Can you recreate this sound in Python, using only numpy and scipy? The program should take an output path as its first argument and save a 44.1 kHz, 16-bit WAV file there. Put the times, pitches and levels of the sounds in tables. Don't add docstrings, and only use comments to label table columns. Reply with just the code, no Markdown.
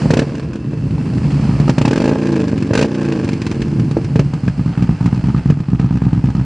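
import sys
import numpy as np
from scipy import signal
from scipy.fft import rfft, irfft, next_fast_len
from scipy.io import wavfile

SR = 44100
rng = np.random.default_rng(int(sys.argv[2]) if len(sys.argv) > 2 else 0)


def wav_record(signal):
    frames = np.transpose(np.atleast_2d(signal))
    bounded = np.clip(frames, -1, 1)
    quanta = np.round(bounded * 32767).astype(np.int16)
    wavfile.write(sys.argv[1], SR, quanta)


N = 284439

# (time [s], speed [rpm])
CRANK_SPEED = [(0.0, 1100), (0.12, 1624), (0.18, 2459), (0.47, 2221), (0.96, 1630), (1.34, 1310),
               (1.59, 1118), (1.79, 1516), (2.05, 3261), (2.21, 3601), (2.58, 2651), (2.75, 2865),
               (2.82, 3578), (2.93, 3712), (3.45, 2503), (4.32, 1290), (4.49, 1059), (5.09, 1009),
               (5.3, 1143), (5.43, 1053), (6.45, 1104)]
# (share at idle [cycle], share at revs [cycle],
# boom at idle [dB], boom at revs [dB], bark and rasp at idle [dB], bark and rasp at revs [dB])
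FIRING_PUSHES = [(0, 0.017, 2, -1.5, -6, -4.5), (.42, .44, 1.5, 0, -8, -5.5)]
# (opens [s], shut [s], easing off [s], strength [dB], starving afterwards [dB])
THROTTLE_BLIPS = [(0.049, 0.229, 0.018, -3, -8), (1.7, 2.144, 0.054, -4, -6.5),
                  (2.687, 2.859, 0.026, -0.5, -7.5)]
# (speed [rpm], boom [dB], bark [dB], rasp [dB])
SHUT_STRENGTH = [(1170, -13, -33, -35), (1350, -14, -40.5, -36.5), (1700, -12, -33.5, -36.5),
                 (2380, -13, -30.5, -34), (2630, -14, -36.5, -36.5), (3130, -13, -23.5, -30.5)]
# (time [s], exhaust level [dB])
MIC_NEARNESS = [(0, 8.5), (.6, -8), (1.2, 6.5), (4, -3), (4.9, 6), (6.45, 5)]
# (speed [rpm], firing [dB], rumble re boom [dB])
OVERRUN_LEVELS = [(1130, -0.5, -15.5), (1227, -11.5, -6), (2020, -0.5, -3.5), (2520, -3, -15),
                  (3000, -3.5, -13.5)]
# (time [s], level [dB])
HISS_LEVEL = [(0, -15.5), (.55, -32.5), (1.45, -18.5), (2.05, -23), (2.7, -26.5), (3.2, -24), (4.4, -26),
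              (5.3, -25), (5.65, -31), (6.45, -27.5)]
BOOM_VARY_DB, TIP_VARY_DB = 1.8, 3.5


def from_db(db):
    return 10 ** (np.asarray(db) / 20)


def to_db(amplitude):
    return 20 * np.log10(amplitude)


def rms_one(x):
    return x / np.sqrt(np.mean(x ** 2) + 1e-20)


def read(rows, at):
    knots, *columns = np.transpose(rows)
    return [np.interp(at, knots, column) for column in columns]


def by_speed(rows, times):
    return np.array(read(rows, read(CRANK_SPEED, times)[0]))


def colour(x, spectrum):
    hz, db = np.transpose(spectrum)
    size = next_fast_len(N + 4096)
    bins = np.maximum(np.fft.rfftfreq(size, 1 / SR), 1)
    gain = from_db(np.interp(np.log(bins), np.log(hz), db))
    return irfft(rfft(x, size) * gain, size)[..., :N]


def noise(spectrum):
    return rms_one(colour(rng.standard_normal(N), spectrum))


def stereo_noise(spectrum):
    # (frequency [Hz], side re mid [dB])
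    width = [(100, -24), (500, -41.5), (1000, -16.5), (2000, -13), (4000, -15.5), (8000, -2), (12000, 4.5)]
    middle = noise(spectrum)
    side = colour(noise(spectrum), width)
    return middle + side * [[1], [-1]]


def lowpass(x, hz, order=2):
    return signal.sosfilt(signal.butter(order, min(hz, .45 * SR), fs=SR, output="sos"), x)


def highpass(x, hz, order):
    return signal.sosfilt(signal.butter(order, hz, "high", fs=SR, output="sos"), x)


def clicks(times, db):
    out = np.zeros(N)
    at = np.round(times * SR).astype(int)
    inside = (at >= 0) & (at < N)
    np.add.at(out, at[inside], from_db(db)[inside])
    return out


def play(train, response):
    return signal.fftconvolve(train, response)[:N]


def puff_rms(response):
    return np.sqrt(np.mean(response[:int(.012 * SR)] ** 2))


def pipe(times, db, modes, front_hz, order=2, vary_db=0):
    front = signal.unit_impulse(SR // 4)
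    rings = []
    for hz, width, mode_db in modes:
        r = np.exp(-np.pi * width / SR)
        resonator = [1, -2 * r * np.cos(2 * np.pi * hz / SR), r * r]
        ring = signal.lfilter([1 - r * r, 0, r * r - 1], resonator, front + 1e-18)
        rings.append(from_db(mode_db) * lowpass(ring, front_hz, order))
    favour_db = vary_db * rng.standard_normal((len(times), len(modes))).T
    sounding = sum(play(clicks(times, db + own_db), ring) for own_db, ring in zip(favour_db, rings))
    return sounding / puff_rms(sum(rings))


def crank():
    start_cycle = -.16
    return start_cycle + np.cumsum(read(CRANK_SPEED, np.arange(N) / SR)[0]) / (2 * 60 * SR)


def crank_times(share):
    cycles = crank()
    return np.interp(np.arange(share, cycles[-1]), cycles, np.arange(N) / SR)


def revving(times):
    idle_rpm, rev_rpm = 1100, 2400
    return np.clip((read(CRANK_SPEED, times)[0] - idle_rpm) / (rev_rpm - idle_rpm), 0, 1)


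def valve_times(share_idle, share_revs):
    times = crank_times(max(share_idle, 0))
    cycle_s = 2 * 60 / read(CRANK_SPEED, times)[0]
    return times + (share_revs - share_idle) * revving(times) * cycle_s


def throttle(times):
    opening_s = .055
    opening = 0
    for opens, shut, easing, db, _ in THROTTLE_BLIPS:
        ramps = np.minimum((times - opens) / opening_s, (shut - times) / easing)
        opening = opening + from_db(db) * np.clip(ramps, 0, 1)
    return opening


def coasting_db(times):
    starve_s = .097
    starved_db = 0
    for _, shut, _, _, db in THROTTLE_BLIPS:
        starved_db = starved_db + db * (times > shut) * np.exp(-np.abs(times - shut) / starve_s)
    return starved_db + read(MIC_NEARNESS, times)[0]


def misfire_db(times):
    # (time [s], change of level [dB])
    weak_firings = [(0.017, -0.5), (1.255, -1), (1.73, -34), (4.28, -28), (4.385, -34), (4.433, -3),
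                    (4.546, -28), (4.708, -8.5), (4.94, -19), (5.174, -6.5), (5.392, -7), (5.565, -7),
                    (5.62, -15), (5.682, -5)]
    return sum(db * (np.abs(times - s - .009) < .016) for s, db in weak_firings)


def unevenness(times):
    scatter_left = [(1150, .85), (1400, 1), (2450, 1), (2800, .25)]
    return np.maximum(by_speed(scatter_left, times)[0], throttle(times))


def pushes(pattern, scatter_s):
    burn_vary_db, gas_vary_db = 1.5, 2.8
    rows = []
    for share_idle, share_revs, boom_idle, boom_revs, edge_idle, edge_revs in pattern:
        times = valve_times(share_idle, share_revs)
        revs = revving(times) ** 2
        boom, bark, rasp = by_speed(SHUT_STRENGTH, times) + coasting_db(times) + misfire_db(times)
        push = boom_idle + revs * (boom_revs - boom_idle)
        edge = edge_idle + revs * (edge_revs - edge_idle)
        scatter = rng.standard_normal((len(times), 3)) * [scatter_s, burn_vary_db, gas_vary_db]
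        late_s, burn_db, gas_db = scatter.T
        uneven = unevenness(times)
        rows.append([times + uneven * late_s,
                     boom + push + uneven * burn_db,
                     bark + edge + uneven * burn_db,
                     rasp + edge + gas_db])
    return np.hstack(rows)


def full_charges():
    # (speed [rpm], boom [dB], bark [dB], rasp [dB])
    open_strength = [(1210, -8.5, -15, -27), (2540, -19, -18.5, -31), (4430, -21.5, -14, -37)]
    # (time [s], boom [dB], bark [dB], rasp [dB])
    single_bangs = [(0.056, -10, -31, -56), (0.135, -36, -22, -45), (0.19, -30, -23, -36),
                    (0.351, -24, -37, -49.5), (.395, -30, -47, -51), (0.531, -29, -42, -51),
                    (0.555, -22.5, -34, -52), (0.732, -20, -32, -60), (1.174, -16, -38, -53.5),
                    (1.216, -13.5, -40, -69), (1.395, -12.5, -37, -60), (1.491, -8.5, -39, -55),
                    (1.599, -11.5, -48, -44), (1.679, -21, -20.5, -45), (1.694, -9.5, -13.5, -35.5),
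                    (1.851, -33, -14.5, -40), (1.876, -35, -35, -46), (2.157, -43, -18.5, -65),
                    (2.529, -17, -23.5, -69), (2.576, -17, -40, -46.5), (2.622, -16, -48, -44.5),
                    (2.707, -11, -22, -66), (2.775, -35, -20.5, -41.5), (3.243, -15.5, -52, -45),
                    (3.288, -18, -29, -42.5), (3.33, -16.5, -36, -44), (3.416, -18, -43, -42.5),
                    (3.464, -15.5, -38, -41.5), (3.512, -19, -39, -43), (3.617, -16.5, -42, -42),
                    (3.795, -18.5, -33.5, -48), (3.91, -16, -36, -46.5), (4.044, -18, -44, -47.5),
                    (3.969, -15, -30, -52), (4.157, -10.5, -20.5, -43.5), (4.192, -10, -23, -39),
                    (4.335, -19, -30.5, -48.5), (4.478, -11.5, -32, -47.5), (4.822, -9.5, -44, -45.5),
                    (5.058, -11, -49, -43), (5.344, -11, -36, -59), (5.5, -8.5, -27.5, -43.5),
                    (5.796, -12.5, -25, -49.5), (6.018, -13, -31, -56)]
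    powers = [.29, .34, 2.3]
    times = np.concatenate([valve_times(*firing[:2]) for firing in FIRING_PUSHES])
    times = times[throttle(times) > .1]
    opening_db = to_db(throttle(times))
    levels = by_speed(open_strength, times) + np.outer(powers, opening_db) + misfire_db(times)
    return np.hstack([np.vstack([times, levels]), np.transpose(single_bangs)])


def booms(times, db, ringing_db):
    # (frequency [Hz], width [Hz], level [dB])
    slow_modes = [(66, 4.8, -2), (134, 36, 6.5), (166.5, 31, 3), (224.5, 150, 2.5), (305, 13, -16)]
    # (frequency [Hz], width [Hz], level [dB])
    fast_modes = [(122.5, 37, 11), (193, 110, 5), (258, 120, 1), (328, 26, 7.5)]
    # (speed [rpm], long ring re boom [dB])
    standing_wave = [(990, -9.5), (1240, -2.5), (1900, -9.5), (2110, -21.5), (3170, -13.5)]
    ring_loss_per_db = 1.5
    revs = np.clip(revving(times), .001, .999)
    vary_db = BOOM_VARY_DB * unevenness(times)
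    slow = pipe(times, db + to_db(1 - revs), slow_modes, front_hz=238.3, order=4, vary_db=vary_db)
    fast = pipe(times, db + to_db(revs), fast_modes, front_hz=307.4, order=4, vary_db=vary_db)
    fast = highpass(fast, 85, order=2)
    near_db = read(MIC_NEARNESS, times)[0]
    ring_db = ringing_db + by_speed(standing_wave, times)[0] - ring_loss_per_db * near_db
    ring = pipe(times, db + ring_db, [(142.4, 1.93, 0)], front_hz=220)
    return -(slow + fast + ring)


def barks(times, db, front_hz, idle_db, tip_db, idle_tip_db):
    # (frequency [Hz], width [Hz], level [dB])
    bark_modes = [(336.5, 24, 4), (445, 22.4, 13), (512, 90, 2), (574, 32, 1.5)]
    # (frequency [Hz], width [Hz], level [dB])
    tip_modes = [(851, 98, 8.5), (1026, 130, 3.5), (1622, 95, 7.5), (2500, 150, 1.5)]
    # (frequency [Hz], width [Hz], level [dB])
    knock_modes = [(793, 65, 7), (935, 45, 8), (1240, 67, 9.5), (1700, 39, -1.5)]
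    idling = np.clip((1 - revving(times)) ** 3, .001, .999)
    uneven = unevenness(times)
    body = pipe(times, db + idle_db * idling, bark_modes, front_hz, order=6, vary_db=BOOM_VARY_DB * uneven)
    at_tip = times + .00077
    revs_db = db + tip_db + 10 * np.log10(1 - idling)
    tip = pipe(at_tip, revs_db, tip_modes, front_hz=1600, vary_db=TIP_VARY_DB * uneven)
    knock_db = db + idle_tip_db + 10 * np.log10(idling)
    knock = pipe(at_tip, knock_db, knock_modes, front_hz=1630, vary_db=TIP_VARY_DB * uneven)
    return body + tip + knock


def jet(times, db, decay_s):
    # (frequency [Hz], density [dB per Hz])
    gas_spectrum = [(60, -32.5), (300, 5), (600, -5), (950, 4), (1300, -1), (1620, 5.5), (1950, -2.5),
                    (2550, 3), (3100, -4.5), (3700, -7), (4400, -5), (5300, -7.5), (7500, -14),
                    (9000, -23.5), (11500, -23.5)]
    t = np.arange(SR // 10) / SR
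    swell = 1 / (1 + np.exp((.003 - t) / .0006))
    burst = swell * np.exp(-t / decay_s)
    burst_power = (burst / puff_rms(burst)) ** 2
    gas_power = play(clicks(times - .002, 2 * db), burst_power)
    return np.sqrt(np.maximum(gas_power, 0)) * stereo_noise(gas_spectrum)


def cracks(times, db):
    # (frequency [Hz], width [Hz], level [dB])
    crack_modes = [(800, 540, 0)]
    crack_db, lag_s = 1, .001005
    idling = np.clip(1 - revving(times), .001, 1)
    return -pipe(times + lag_s, db + crack_db + to_db(idling), crack_modes, front_hz=1740, order=4)


def rumble(times, db):
    # (frequency [Hz], density [dB per Hz])
    churn_spectrum = [(30, -41), (55, -4), (105, -8), (140, 7), (185, -8.5), (265, -4.5), (400, -25.5),
                      (800, -61.5)]
    peak_s = .014
    t = np.arange(SR // 4) / SR
    churn_power = t / peak_s * np.exp(1 - t / peak_s)
    push_db = db + by_speed(OVERRUN_LEVELS, times)[1]
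    power = play(clicks(times, 2 * push_db), churn_power)
    return np.sqrt(np.maximum(power, 0)) * noise(churn_spectrum)


def running():
    # (share at idle [cycle], share at revs [cycle],
    # boom at idle [dB], boom at revs [dB], bark and rasp at idle [dB], bark and rasp at revs [dB])
    afterpuffs = [(.15, .19, -6.5, -9, -8.5, -1.5), (.275, .275, -6, -9.5, -11, -12),
                  (.328, .328, -8, -16, -22, -25), (.565, .6, -3.5, -28.5, -9.5, -3.5)]
    puff_on_throttle_db = -7
    fired = pushes(FIRING_PUSHES, scatter_s=.00015)
    fired[1] += by_speed(OVERRUN_LEVELS, fired[0])[0]
    puffs = pushes(afterpuffs, scatter_s=.0005)
    puffs[1:] += puff_on_throttle_db * throttle(puffs[0])
    nearest_bang_s = np.abs(fired[0][:, None] - full_charges()[0]).min(axis=1)
    ordinary = nearest_bang_s > .007
    times, boom_db, bark_db, rasp_db = np.hstack([fired[:, ordinary], puffs])
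    boom = from_db(-2.5) * booms(times - .0007, boom_db, ringing_db=-3.5)
    bark = from_db(-1) * barks(times, bark_db, front_hz=643, idle_db=-18.5, tip_db=-8.5, idle_tip_db=-2)
    rasp = from_db(-5) * jet(times, rasp_db, decay_s=.0052)
    churning = rumble(times, boom_db + to_db(unevenness(times)))
    return boom - bark + rasp + cracks(fired[0], fired[2]) + churning


def sputter(level, per_s, modes):
    times = np.sort(rng.uniform(0, N / SR, int(per_s * N / SR)))
    db = read(level, times)[0] + 3 * rng.standard_normal(len(times))
    return pipe(times, db, modes, front_hz=4000, vary_db=TIP_VARY_DB)


def burble():
    # (time [s], level [dB])
    burst_level = [(0, -37), (.3, -40), (.7, -51.5), (1.25, -43), (1.6, -42), (1.9, -66)]
    # (frequency [Hz], width [Hz], level [dB])
    burst_modes = [(500, 150, 7.5), (996, 67, 1), (1640, 73, -14)]
    return sputter(burst_level, 110, burst_modes)


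def valve_gear():
    tap_shares = [.07, .33, .49, .75, .91]
    # (frequency [Hz], width [Hz], level [dB])
    head_modes = [(1010, 43, 1), (2440, 41, -8), (2683, 36, 3.5), (5130, 200, -1.5)]
    tap_db = -16
    times = np.concatenate([crank_times(share) for share in tap_shares])
    db = read(HISS_LEVEL, times)[0] + tap_db + 3 * rng.standard_normal(len(times))
    return pipe(times, db, head_modes, front_hz=6000)


def engine_noise():
    # (frequency [Hz], density [dB per Hz])
    hiss_spectrum = [(290, 2.5), (500, -4), (1070, -9.5), (1910, -16), (2300, -15.5), (2700, -16),
                     (3150, -20.5), (3690, -29), (4300, -19), (4960, -21), (5790, -27), (8210, -30.5),
                     (10500, -41), (14200, -48.5)]
    # (frequency [Hz], density [dB per Hz])
    fin_spectrum = [(2000, -60), (2540, -16), (2665, 0), (2780, -16), (3400, -60)]
    # (time [s], level [dB])
    fin_level = [(0, -62), (.75, -54), (1.1, -54), (1.5, -62), (6.45, -66)]
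    # (frequency [Hz], density [dB per Hz])
    wash_spectrum = [(15, -44), (35, -38), (60, 2.5), (140, 4), (260, -7.5), (600, -30), (1200, -45.5),
                     (4000, -89.5)]
    t = np.arange(N) / SR
    hiss = from_db(read(HISS_LEVEL, t)[0] - 9) * stereo_noise(hiss_spectrum)
    taps = from_db(-19) * valve_gear()
    singing = from_db(read(fin_level, t)[0]) * noise(fin_spectrum)
    wash = from_db(by_speed(SHUT_STRENGTH, t)[0] - 17) * unevenness(t) * noise(wash_spectrum)
    return (hiss + taps + singing) * from_db([[-1.2], [1]]) + wash


def shocks(times, db):
    # (time [s], length [s], level re bark [dB])
    shock_shape = [(.2, 0.0023, 14), (1.8, 0.0029, 12.5), (4.198, 0.0019, 5.5), (5.093, 0.00061, 3.5)]
    lead_s, trip_s, return_db = .00081, .0101, -7
    out = np.zeros(N)
    t = np.arange(SR // 50) / SR
    starts = times - lead_s
    for s, bark_db, length_s, shock_db in zip(starts, db, *read(shock_shape, times)):
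        phases = np.clip([t / length_s, (t - trip_s) / length_s], 0, 1)
        swing, back = np.sin(2 * np.pi * phases)
        at = int(s * SR)
        out[at:at + len(t)] += from_db(bark_db + shock_db) * (swing - from_db(return_db) * back)
    return out


def bangs():
    times, boom_db, bark_db, rasp_db = full_charges()
    boom = from_db(3.5) * booms(times + .00017, boom_db, ringing_db=-8)
    bark = from_db(.5) * barks(times, bark_db, front_hz=559, idle_db=-5.5, tip_db=-11, idle_tip_db=-8)
    rasp = from_db(13.5) * jet(times + .00061, rasp_db, decay_s=.0071)
    return shocks(times, bark_db) + boom + bark + rasp


def pings():
    # (time [s], frequency [Hz], width [Hz], level [dB])
    single_modes = [(.136, 456, 58, -13), (.191, 420, 58, -22), (3.047, 1580, 80, -37),
                    (3.968, 326, 50, -11), (3.968, 431, 69.4, -14), (3.969, 900, 199, -27.5),
                    (3.968, 1800, 200, -46), (4.194, 563, 58, -19.5), (4.195, 394, 58, -18.5),
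                    (4.479, 710, 400, -29.5), (4.482, 1620, 111, -27.5), (4.479, 2430, 220, -38),
                    (5.061, 960, 150, -30), (5.348, 1220, 200, -30.5), (5.5, 1150, 200, -41)]
    return sum(pipe(np.array([s]), np.array([db]), [(hz, width, 0)], front_hz=1.57 * hz, order=3)
               for s, hz, width, db in single_modes)


def drone():
    # (multiple of the cycle rate [1], level [dB])
    multiples = [(3, -8), (4, 4.5), (5, -1), (6, 1), (7, -2.5), (9, 1.5), (11, -2.5), (12, -7.5), (16, -14),
                 (18, -17.5), (20, -17.5)]
    # (speed [rpm], level [dB])
    speed_level = [(1800, -45), (2200, -27), (2650, -25), (2950, -20), (3700, -19)]
    on_throttle_db = -17.5
    t = np.arange(N) / SR
    cycles = crank()
    waves = np.zeros(N)
    for multiple, db in multiples:
        for firing in FIRING_PUSHES:
            waves += from_db(db) * np.sin(2 * np.pi * round(multiple) * (cycles - firing[1]))
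    level_db = by_speed(speed_level, t)[0] + coasting_db(t) + on_throttle_db * throttle(t)
    return -from_db(level_db) * rms_one(waves)


def grit():
    # (time [s], level [dB])
    burst_level = [(4.4, -86), (4.75, -47), (5.02, -52), (5.38, -49), (5.55, -58), (5.9, -51.5),
                   (6.45, -56)]
    # (frequency [Hz], width [Hz], level [dB])
    burst_modes = [(880, 62, 5), (1280, 570, -4.5), (1500, 160, -12.5), (2520, 160, -11.5)]
    return sputter(burst_level, 350, burst_modes)


def yard(x):
    # (delay [s], level [dB])
    reflections = [(.0032, -34), (0.0181, -16.5), (.029, -25)]
    loss_per_db = 1
    near_db = read(MIC_NEARNESS, np.arange(N) / SR)[0]
    dull = lowpass(x, hz=4500, order=1) * from_db(-loss_per_db * near_db)
    echoes = sum(from_db(db) * np.pad(dull, ((0, 0), (int(s * SR), 0)))[:, :N] for s, db in reflections)
    return x + echoes


def scene():
    exhaust = running() + burble() + bangs() + pings() + grit()
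    return (yard(exhaust) + drone() + engine_noise()) * from_db([[-.2], [.2]])


def record(dry):
    heard = lowpass(highpass(dry, 41, order=3), hz=10000, order=10)
    squashed = heard / (1 + (heard / 1.02) ** 6) ** (1 / 6)
    cutoff = signal.cheby2(12, 60, 15800, fs=SR, output="sos")
    return signal.sosfilt(cutoff, squashed)


dry = scene()
out = record(dry)
wav_record(out)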